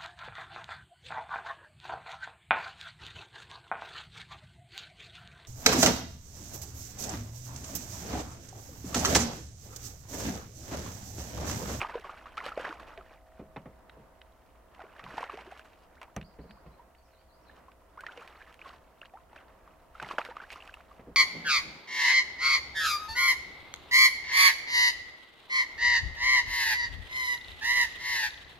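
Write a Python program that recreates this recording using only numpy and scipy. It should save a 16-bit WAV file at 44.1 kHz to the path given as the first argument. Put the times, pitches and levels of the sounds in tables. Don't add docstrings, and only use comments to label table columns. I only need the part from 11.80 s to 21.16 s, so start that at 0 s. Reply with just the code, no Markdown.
import sys
import numpy as np
from scipy import signal
from scipy.fft import rfft, irfft, next_fast_len
from scipy.io import wavfile
from scipy.ndimage import map_coordinates

SR = 44100
rng = np.random.default_rng(int(sys.argv[2]) if len(sys.argv) > 2 else 0)


def unload_audio(sound):
    columns = np.transpose(np.atleast_2d(sound))
    steps = np.round(np.clip(columns, -1, 1) * 32767)
    wavfile.write(sys.argv[1], SR, steps.astype(np.int16))


N = 412776

# (peak time [s], slosh level [dB], spray level [dB], time to fall 60 dB [s])
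STROKES = [(0.0, -30.5, -41.5, 0.25), (0.151, -42, -57, 0.51), (0.27, -48.5, -61, 2.2),
           (0.58, -49.5, -60, 1.2), (0.65, -42, -53, 2.4), (0.846, -36.5, -55, 0.56),
           (0.928, -45.5, -54.5, 0.53), (3.014, -50, -68, 0.73), (3.21, -50.5, -65, 1.9),
           (3.369, -40, -50, 0.9), (3.44, -39, -60, 0.53), (3.73, -55.5, -66, 0.36), (3.8, -60, -63, 1.3),
           (5.75, -59, -70, 0.56), (6.32, -51.5, -62.5, 0.97), (6.43, -50, -60.5, 0.14),
           (6.53, -56.5, -69, 0.4), (6.62, -53, -64, 0.55), (6.88, -50, -57.5, 0.51),
           (7.56, -57.5, -76, 1.3), (8.17, -57.5, -62.5, 0.37), (8.22, -64, -62, 0.77),
           (8.322, -39.5, -48, 0.17), (8.4, -46, -53, 0.35), (8.46, -46.5, -53.5, 0.35),
           (8.51, -43.5, -63, 0.21), (8.6, -47, -65, 1.45), (8.73, -55, -48.5, 0.16), (8.82, -53, -57, 1.1)]
# (frequency [Hz], relative level [dB per Hz])
WASH_COLOUR = [(90, -47), (150, -12.5), (450, -6.5), (900, -7.5), (1500, -5.5), (3300, -15), (6000, -27),
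               (16000, -68)]
SPRAY_COLOUR = [(1180, -43), (2000, -7), (2740, -3.5), (3490, -6.5), (3940, -6.5), (7910, -13),
                (15100, -20), (16000, -47)]
# (time [s], level [dB], start pitch [Hz], time to fall 60 dB [ms], glide [multiple of the speeds
AIR_POCKETS = [(0.015, -13, 2410, 5.4, 1.5), (0.029, -31, 945, 29, 2.5), (0.047, -29.5, 1206, 40, 0.2),
               (0.095, -26, 1000, 13, -5), (0.142, -28.5, 947, 42, 0.5), (0.154, -26, 475, 51, 0),
               (0.244, -37, 1153, 48, -0.5), (0.294, -31, 1060, 29, 3), (0.457, -33.5, 1130, 20, 0),
               (0.466, -38.5, 1140, 33, 2), (0.575, -29, 1220, 55, 1), (0.603, -28, 2000, 8.3, -1.5),
               (0.611, -31.5, 1105, 20, -1), (0.663, -31.5, 534, 18, -1.5), (0.686, -28, 1290, 19, 2),
               (0.718, -34, 1210, 36, 1.5), (0.775, -21.5, 507, 24.6, 3.5), (0.797, -35, 492, 59, 0.5),
               (0.849, -20.5, 1280, 18.5, 7), (0.894, -38, 310, 65, 0.1), (0.908, -31, 1364, 21, 1.5),
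               (0.926, -30, 1180, 11, -2), (1.029, -41, 625, 31.5, 1), (1.176, -39, 637, 70, 0.5),
               (1.177, -44.5, 415, 95, -0.5), (1.209, -40, 1320, 36, -1.1), (2.993, -42, 796, 70, -1),
               (3.003, -32, 1410, 12, -0.5), (3.017, -32, 840, 6, 5), (3.038, -38.5, 406, 19, 1),
               (3.197, -35.5, 1140, 18, 1.5), (3.264, -43, 1050, 26, -1), (3.306, -38, 1580, 20, 6.5),
               (3.341, -35, 290, 24, 0), (3.38, -18.5, 790, 13, 4.5), (3.429, -27, 1000, 19, 1),
               (3.496, -26.5, 1146, 17, 1), (3.535, -42.5, 391, 104, 0.5), (3.575, -39, 670, 64, 2),
               (3.671, -42, 350, 62, 0.6), (3.72, -37.5, 686, 42, 1.5), (3.794, -34, 1550, 7.7, 0),
               (4.168, -51.5, 1340, 54, 3), (4.279, -51, 860, 62, 2), (4.771, -55, 976, 63, 2.5),
               (4.995, -48, 917, 71, 0.5), (5.695, -46, 1600, 26, 1.5), (5.883, -42.5, 980, 39, 1.3),
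               (6.174, -37.5, 877, 47, 4), (6.189, -39.5, 1400, 91, 0.5), (6.235, -35, 890, 32, 6.5),
               (6.265, -33, 1760, 31, 1.2), (6.285, -37.5, 1335, 48, 1.1), (6.312, -52, 806, 60, 9),
               (6.331, -43, 1330, 33, 1.5), (6.374, -40, 507, 76, -0.4), (6.415, -42.5, 1040, 68, 2),
               (6.616, -40, 1740, 17, -1), (6.792, -36.5, 2670, 5.4, -2), (6.815, -41, 2280, 28, 2.5),
               (6.857, -39.5, 1096, 54, -0.1), (6.9, -42.5, 1030, 45, 2.5), (7.215, -31, 2710, 10, 1),
               (7.226, -48.5, 1184, 70, 4), (7.257, -38, 2900, 8.6, 0), (7.337, -41.5, 705, 133, 0.85),
               (7.372, -42.5, 1300, 16, 0), (7.53, -37.5, 825, 14, 1), (7.563, -31.5, 1540, 8, -2),
               (7.576, -43, 2470, 19, 2), (7.876, -40.5, 1160, 11, -1), (8.151, -41, 1270, 34, 1),
               (8.199, -25.5, 1470, 17, 1), (8.226, -22, 1340, 8.9, 0), (8.246, -30, 1900, 8.8, 4),
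               (8.288, -31, 1350, 14, 1), (8.303, -32, 1180, 22, -1), (8.311, -25, 1110, 16, 1),
               (8.383, -10.5, 1420, 7.8, 3), (8.385, -24.5, 580, 26, 1.7), (8.408, -33, 1135, 34, 1.5),
               (8.488, -36.5, 482, 48, 0.5), (8.511, -40, 866, 56, 0.7), (8.568, -33.5, 1170, 17, 1),
               (8.601, -35, 1360, 25, 2.5), (8.636, -42, 1450, 54, 1.5), (8.709, -38, 2370, 14, -2),
               (8.738, -43, 2650, 18, 1.5), (8.758, -38, 1106, 37, 2), (8.8038, -37.5, 2700, 9.9, 0),
               (8.823, -38, 2780, 12, 0), (8.876, -39, 2590, 10, 1), (8.893, -39, 1620, 18, -1),
               (8.9397, -35.5, 2720, 13, 0.5), (8.97, -37.5, 1160, 11, 4), (9.005, -45, 1150, 50, 13.5),
               (9.111, -44, 1145, 39, 0.3)]
# (time [s], body peak [dB], bright edge against body before a 4 dB lift [dB])
DROP_TICKS = [(0.572, -29.5, -26), (0.58, -25.5, -30), (0.644, -36, -28), (0.664, -26.5, -17),
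              (0.683, -32, -30), (0.892, -30, -29), (2.949, -43, -17), (3.195, -35, -29),
              (3.241, -35.5, -21), (3.441, -30, -32), (3.5734, -35.5, -24), (3.6108, -37, -27.5),
              (3.776, -40, -20), (3.795, -38, -14), (4.216, -34.5, -17), (4.231, -34.5, -15),
              (4.3645, -29.5, -7.5), (5.9186, -44.5, -31), (6.2082, -36, -7.5), (6.2666, -29.5, -40),
              (6.3756, -34, -39), (6.477, -34.5, -16), (6.727, -44, -13), (6.743, -40, -11),
              (7.256, -39, -32), (7.562, -38, -46), (8.202, -33, -32), (8.227, -26.5, -18.5),
              (8.289, -30, -28), (8.451, -27.5, -18), (8.568, -35, -35), (8.704, -29.5, -30),
              (8.7226, -40, -25), (8.876, -38, -17), (8.942, -36, -9.5)]
# (time [s], peak level [dB])
TACKLE_TAPS = [(1.1757, -34.5), (1.7657, -40), (2.0958, -39), (2.4157, -39.5), (4.413, -36.5), (4.427, -43),
               (4.709, -39), (5.1494, -49.5)]
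# (frequency [Hz], width [Hz], level [dB])
TACKLE_MODES = [(1850, 980, -0.5), (3000, 860, 2), (3810, 580, 0.5)]
# (time [s], low panel peak [dB], side plate peak [dB], rail peak [dB])
KNOCKS = [(1.594, -40, -38.5, -45.5), (1.761, -40, -38.5, -33.5), (1.857, -44.5, -38.5, -45.5),
          (2.168, -51.5, -46, -73), (3.234, -46, -48.5, -60), (4.214, -74, -72, -37),
          (4.231, -75, -73, -42.5), (4.364, -31, -34, -30.5), (4.587, -39.5, -40, -48),
          (4.639, -51, -45.5, -59), (4.692, -46.5, -65, -52), (4.861, -43, -46.5, -53),
          (8.219, -47, -42, -37), (9.193, -49, -45.5, -45.5), (9.272, -47, -39, -65)]
# (frequency [Hz], width [Hz], level [dB])
PANEL_MODES = [(60.7, 13, 2), (207, 44, 1), (136, 54, 0.5)]
PLATE_MODES = [(290, 110, 0), (352, 240, 1), (406, 177, 2.5)]
RAIL_MODES = [(530, 115, 1), (803, 210, 5.5), (1170, 310, 3), (2130, 760, -2.5)]
# (frequency [Hz], rms level [dB])
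MOTOR_TONES = [(59.2, -66), (525, -79), (641.5, -73.5), (700, -81), (758, -81)]
# (time [s], level [dB])
MOTOR_LOAD = [(0, 3), (1.5, 9), (2.5, 3.5), (3.5, 2), (4.1, 5), (5.3, 1.5), (6.2, 0), (7.2, 2.5),
              (9.36, 4.5)]
# (time [s], length [s], start pitch [Hz], end pitch [Hz], level [dB])
BIRD_NOTES = [(4.425 + .084 * k, .04, 3900, 5300, -74) for k in range(6)] + [ (4.91, .05, 3900, 4400, -73),
              (5.155, .04, 4200, 4700, -75), (5.215, .065, 6400, 4500, -74), (5.31, .05, 4500, 3600, -72),
              (5.355, .06, 3900, 5100, -74), (5.375, .065, 2900, 3600, -75), (5.48, .03, 4600, 3700, -74),
              (5.51, .04, 4200, 5100, -74), (5.61, .13, 6000, 2700, -73)]
# (time [s], level [dB])
GUSTS = [(0.0, -61.5), (1.67, -62), (4.01, -68), (4.56, -63), (5.19, -69.5), (9.36, -65)]
# (frequency [Hz], level [dB per Hz])
RUMBLE_COLOUR = [(12, -32), (20, 5.5), (70, 4), (92, -8), (123, -16), (250, -14), (320, -9.5), (550, -120)]
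DRONE_COLOUR = [(71, -12), (120, -8), (423, -6), (703, -4), (788, -9.5), (913, -4), (1760, -17),
                (1940, -16.5), (2320, -24), (6000, -41), (7800, -59), (13200, -120)]
# (frequency [Hz], relative level [dB])
HISS_COLOUR = [(500, -0.5), (3000, -3.5), (16000, -4.0)]
# (frequency [Hz], likeness [0 to 1])
LIKENESS = [(30, 0.96), (100, 0.84), (1500, 0.75), (4000, 0.25), (12000, 0.42)]
# (frequency [Hz], gain [dB])
NEAR_COLOUR = [(2300, -0.5), (3100, -0.5), (3400, -4), (9000, -4.5)]
# (frequency [Hz], gain [dB])
SCATTER_COLOUR = [(100, -36), (1200, -28.0), (2500, -9.5), (5000, -11.0), (12000, -11)]

SWELL_DB_PER_S = 183
SETTLE_DB, SETTLE_T60 = -19, 1.5
CALM_SLOSH_DB, CALM_SPRAY_DB = -69, -78
WASH_GROWS, WASH_AT_DB = 0.23, -44.5
FOAM_SCATTER_DB, FOAM_CYCLES = 4, 13
HOLD = 1.35
RISE_OCT_PER_S, SINK_OCT_PER_S = 15, 12
BROOD_DB, BROOD_S, BROOD_OCTAVES = -10.5, 0.04, 0.587
TICK_HZ = 2440
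KNOCK_T60 = 0.24
CLINK_S, CLINK_DB, CLINK_HZ, CLINK_T60 = 4.3645, -30, 6140, 0.0076
TOP_HZ = 15850


def amp(db):
    return 10 ** (np.asarray(db) / 20)


def unit(x):
    return x / np.sqrt(np.mean(x ** 2) + 1e-20)


def peak_one(x):
    return x / np.abs(x).max(axis=1, keepdims=True)


def columns(table):
    return [column[:, None] for column in np.transpose(table)]


def along(points, hz):
    f, values = np.transpose(points)
    return np.interp(np.log(hz + 1), np.log(f + 1), values)


def curves(rows):
    s, *values = np.transpose(rows)
    return [np.interp(np.arange(N) / SR, s, column) for column in values]


def wobble(rate):
    knots = rng.standard_normal(int(N * rate / SR) + 4)
    return map_coordinates(knots, [np.arange(N) * rate / SR])


def filtered(x, response):
    size = next_fast_len(N + SR // 2)
    hz = np.fft.rfftfreq(size, 1 / SR)
    return irfft(rfft(x, size) * response(hz), size)[..., :N]


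def coloured(x, spectrum):
    return unit(filtered(x, lambda hz: amp(along(spectrum, hz))))


def modes(table):
    def response(f):
        total = 0
        for k, (centre, width, db) in enumerate(table):
            ring = 1j * f * width / (centre * centre - f * f + 1j * f * width)
            total = total + (-1) ** k * amp(db) * ring
        return total
    return response


def placed(s, shapes):
    at = np.round(np.asarray(s) * SR).astype(int)[:, None] + np.arange(shapes.shape[1])
    return np.bincount(at.ravel(), shapes.ravel(), N + shapes.shape[1] + SR)[:N]


def bubbles(s, db, hz, t60, rise, attack, size):
    t = np.arange(size) / SR
    db, hz, t60, rise = (np.asarray(v, float)[:, None] for v in (db, hz, t60, rise))
    pitch = np.minimum(hz * 2 ** (rise * np.minimum(t, t60 / 3)), SR / 3)
    swell = (1 - np.exp(-(t / attack) ** 2)) * amp(db - 60 * (t / t60) ** HOLD)
    swell = swell * np.clip(4 * (2.6 - pitch / hz), 0, 1)
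    return placed(s, swell * np.sin(2 * np.pi * np.cumsum(pitch, axis=1) / SR))


def background():
    def turn(hz):
        return np.arccos(np.clip(along(LIKENESS, hz), -1, 1)) / 2

    def spread(pair):
        middle_and_difference = filtered(pair, lambda hz: [np.cos(turn(hz)), np.sin(turn(hz))])
        return np.array([[1, 1.0], [1, -2.0]]) @ middle_and_difference

    pairs = rng.standard_normal((2, 2, N))
    rumble = amp(curves(GUSTS)[0] + 0.88 * wobble(1.6)) * coloured(spread(pairs[0]), RUMBLE_COLOUR)
    drone = amp(-62.5 + 2.8 * wobble(3.656)) * coloured(spread(pairs[1]), DRONE_COLOUR)
    hiss = amp(-73.5) * coloured(rng.standard_normal((2, N)), HISS_COLOUR)
    return rumble + drone + hiss


def motor():
    turn = 2 * np.pi * np.cumsum(1 + 0.002897 * wobble(1.5)) / SR
    whine = 0
    for hz, db in MOTOR_TONES[1:]:
        level = np.sqrt(2) * amp(db + 1.3 * wobble(4.2))
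        whine = whine + level * np.sin(hz * turn + 7 * rng.random())
    hz, db = MOTOR_TONES[0]
    throb = unit(filtered(rng.standard_normal(N), modes([(hz, 7, 0)])))
    return amp(curves(MOTOR_LOAD)[0]) * whine + amp(db) * throb


def churn():
    t = np.arange(0, N + 64, 64) / SR
    s, slosh_db, spray_db, t60 = columns(STROKES)
    after = np.maximum(t - s, 0)
    build = amp(SWELL_DB_PER_S * np.minimum(t - s, 0)) ** 2
    fall = amp(-60 * after / t60) ** 2
    ripples = amp(SETTLE_DB - 60 * after / SETTLE_T60) ** 2
    shape = build * (fall + ripples)

    def level(db, calm_db):
        return 10 * np.log10((amp(db) ** 2 * shape).sum(axis=0) + amp(calm_db) ** 2)

    return curves(np.transpose([t, level(slosh_db, CALM_SLOSH_DB), level(spray_db, CALM_SPRAY_DB)]))


def sheets(rate, t60, scatter_db, steady):
    hits = (rng.random(N) < rate / SR) * amp(scatter_db * rng.standard_normal(N))
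    t = np.arange(SR // 10) / SR
    splash = (1 - np.exp(-t / 0.0029)) * amp(-60 * t / t60)
    return unit(steady + signal.fftconvolve(hits, splash)[:N])


def swarm(count, centre_hz, octaves, cycles, scatter_db, size):
    when, life = rng.random((2, count))
    hz = np.clip(centre_hz * 2 ** (octaves * rng.standard_normal(count)), 200, 14000)
    t60 = np.minimum(cycles * (0.54 + 2 * life) / hz, size / SR)
    db = scatter_db * rng.standard_normal(count)
    return unit(bubbles(when * N / SR, db, hz, t60, 0.4 / t60, 0.096 * t60[:, None], size))


def foam_and_spray():
    slosh_db, spray_db = churn()
    clump = sheets(45, 0.12, 2.66, steady=0.22)
    spit = sheets(70, 0.022, 6.3, steady=0.75)
    foam = swarm(count=9000, centre_hz=1150, octaves=0.622, cycles=FOAM_CYCLES,
                 scatter_db=FOAM_SCATTER_DB, size=600)
    wash = coloured(rng.standard_normal(N), WASH_COLOUR)
    patter = swarm(count=8000, centre_hz=3500, octaves=0.76, cycles=5.2, scatter_db=3.5, size=130)
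    fizz = coloured(rng.standard_normal(N) * 1.15 + patter, SPRAY_COLOUR)
    wash_gain = amp(-5.5 + WASH_GROWS * (slosh_db - WASH_AT_DB))
    slosh = amp(slosh_db) * (amp(-2.5) * np.sqrt(clump) * foam + wash_gain * clump * wash)
    return slosh + amp(spray_db) * np.sqrt(clump) * spit * fizz


def brood(s, db, hz, count=7):
    late, size, pitch = np.moveaxis(rng.random((len(s), count, 3)), 2, 0)
    middle_hz = np.sqrt(hz * 1300)[:, None]
    small_hz = (middle_hz * 2 ** (BROOD_OCTAVES * 2 * (2 * pitch - 1))).ravel()
    t60 = FOAM_CYCLES / small_hz
    when = (s[:, None] + BROOD_S * late).ravel()
    small_db = (db[:, None] + BROOD_DB * (1 + size)).ravel()
    return bubbles(when, small_db, small_hz, t60, .5 / t60, t60[:, None] / 10, size=1500)


def slaps(s, db):
    t = np.arange(1500) / SR
    fall = amp(db[:, None] - 60 * t / 0.042) * np.minimum(t / 0.0011, 1)
    bursts = placed(s, fall * rng.standard_normal((len(s), len(t))))
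    return filtered(bursts, lambda f: modes([(900, 2200, 0)])(f) ** 2 / (1 + 1j * f / 5000))


def air_pockets():
    s, db, hz, t60_ms, glide = np.transpose(AIR_POCKETS)
    rise = glide * np.where(glide > 0, RISE_OCT_PER_S, SINK_OCT_PER_S)
    flutter = amp(3 * wobble(350) - 1)
    rings = bubbles(s, db, hz, t60_ms / 1000, rise, 0.00058, size=4400) * flutter
    return rings + brood(s, db, hz) + amp(-3.5) * slaps(s, db)


def drop_ticks():
    s, db, edge_db = columns(DROP_TICKS)
    t = np.arange(2048) / SR
    f = np.fft.rfftfreq(len(t), 1 / SR)
    tail = amp(-18 - 60 * t / .06)
    shape = t / 0.0072 * np.exp(1 - t / 0.00075) + tail
    burst = 2.5 + rfft(shape * rng.standard_normal((len(s), len(t))))
    body = irfft(burst * modes([(TICK_HZ, .8 * TICK_HZ, 0)])(f) / (1 + 1j * f / (2.48 * TICK_HZ)) ** 4)
    edge = irfft(burst * modes([(9000, 8000, 0)])(f) ** 2)
    return placed(s[:, 0] - .0005, amp(db) * (peak_one(body) + amp(edge_db + 4.0) * peak_one(edge)))


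def tackle_taps():
    s, db = columns(TACKLE_TAPS)
    t = np.arange(2048) / SR
    f = np.fft.rfftfreq(len(t), 1 / SR)
    rattle = 0.21 * amp(-60 * t / 0.021) * rng.standard_normal((len(s), len(t)))
    ring = irfft((1 + rfft(rattle)) * modes(TACKLE_MODES)(f) / (1 + 1j * f / 6000) ** 2)
    return placed(s[:, 0], amp(db) * peak_one(ring))


def hull_knocks():
    s, panel_db, plate_db, rail_db = columns(KNOCKS)
    t = np.arange(SR // 4) / SR
    f = np.fft.rfftfreq(len(t), 1 / SR)
    # (resonances, peak [dB], share of the push length, contact softness [Hz])
    parts = [(PANEL_MODES, panel_db, 1.1, 400), (PLATE_MODES, plate_db, .7, 700),
             (RAIL_MODES, rail_db, .4, 3500)]
    out = 0
    for part, db, share, soft_hz in parts:
        push = amp(-60 * t / (share * KNOCK_T60)) * rng.standard_normal((len(s), len(t)))
        ring = irfft(rfft(push) * modes(part)(f) / (1 + 1j * f / soft_hz) ** 2, len(t))
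        out = out + amp(db) * peak_one(ring)
    return placed(s[:, 0], out)


def clink():
    return bubbles([CLINK_S], [CLINK_DB], [CLINK_HZ], [CLINK_T60], [0], 0.00014, size=2000)


def bird():
    s, length, start_hz, end_hz, db = columns(BIRD_NOTES)
    u = np.minimum(np.arange(SR // 6) / SR / length, 1)
    pitch = start_hz * (end_hz / start_hz) ** u
    swell = amp(db) * np.sqrt(np.abs(np.sin(np.pi * u)))
    notes = swell * np.sin(2 * np.pi * np.cumsum(pitch, axis=1) / SR)
    direct = placed(s[:, 0], notes) * amp(5.3 * wobble(40))
    t = np.arange(SR // 4) / SR
    echoes = amp(-60 * t / .35) * rng.standard_normal((2, len(t)))
    echoes = echoes / np.linalg.norm(echoes[0])
    return .3 * direct + signal.fftconvolve(direct[None], echoes, axes=1)[:, :N]


def scene():
    near = foam_and_spray() + air_pockets() + drop_ticks() + tackle_taps() + hull_knocks() + clink()
    near = filtered(near, lambda hz: amp(along(NEAR_COLOUR, hz)))
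    t = np.arange(SR // 16) / SR
    scatter = amp(-60 * t / 0.0095) * rng.standard_normal(len(t))
    side = signal.fftconvolve(near, scatter / np.linalg.norm(scatter))[:N]
    side = filtered(side, lambda hz: amp(along(SCATTER_COLOUR, hz)))
    both = near * amp([[-.2], [.2]]) + side * np.array([[1], [-1]])
    return both + motor() + bird() + background()


def record(dry):
    return filtered(dry, lambda hz: hz < TOP_HZ)


dry = scene()
out = record(dry)
unload_audio(out)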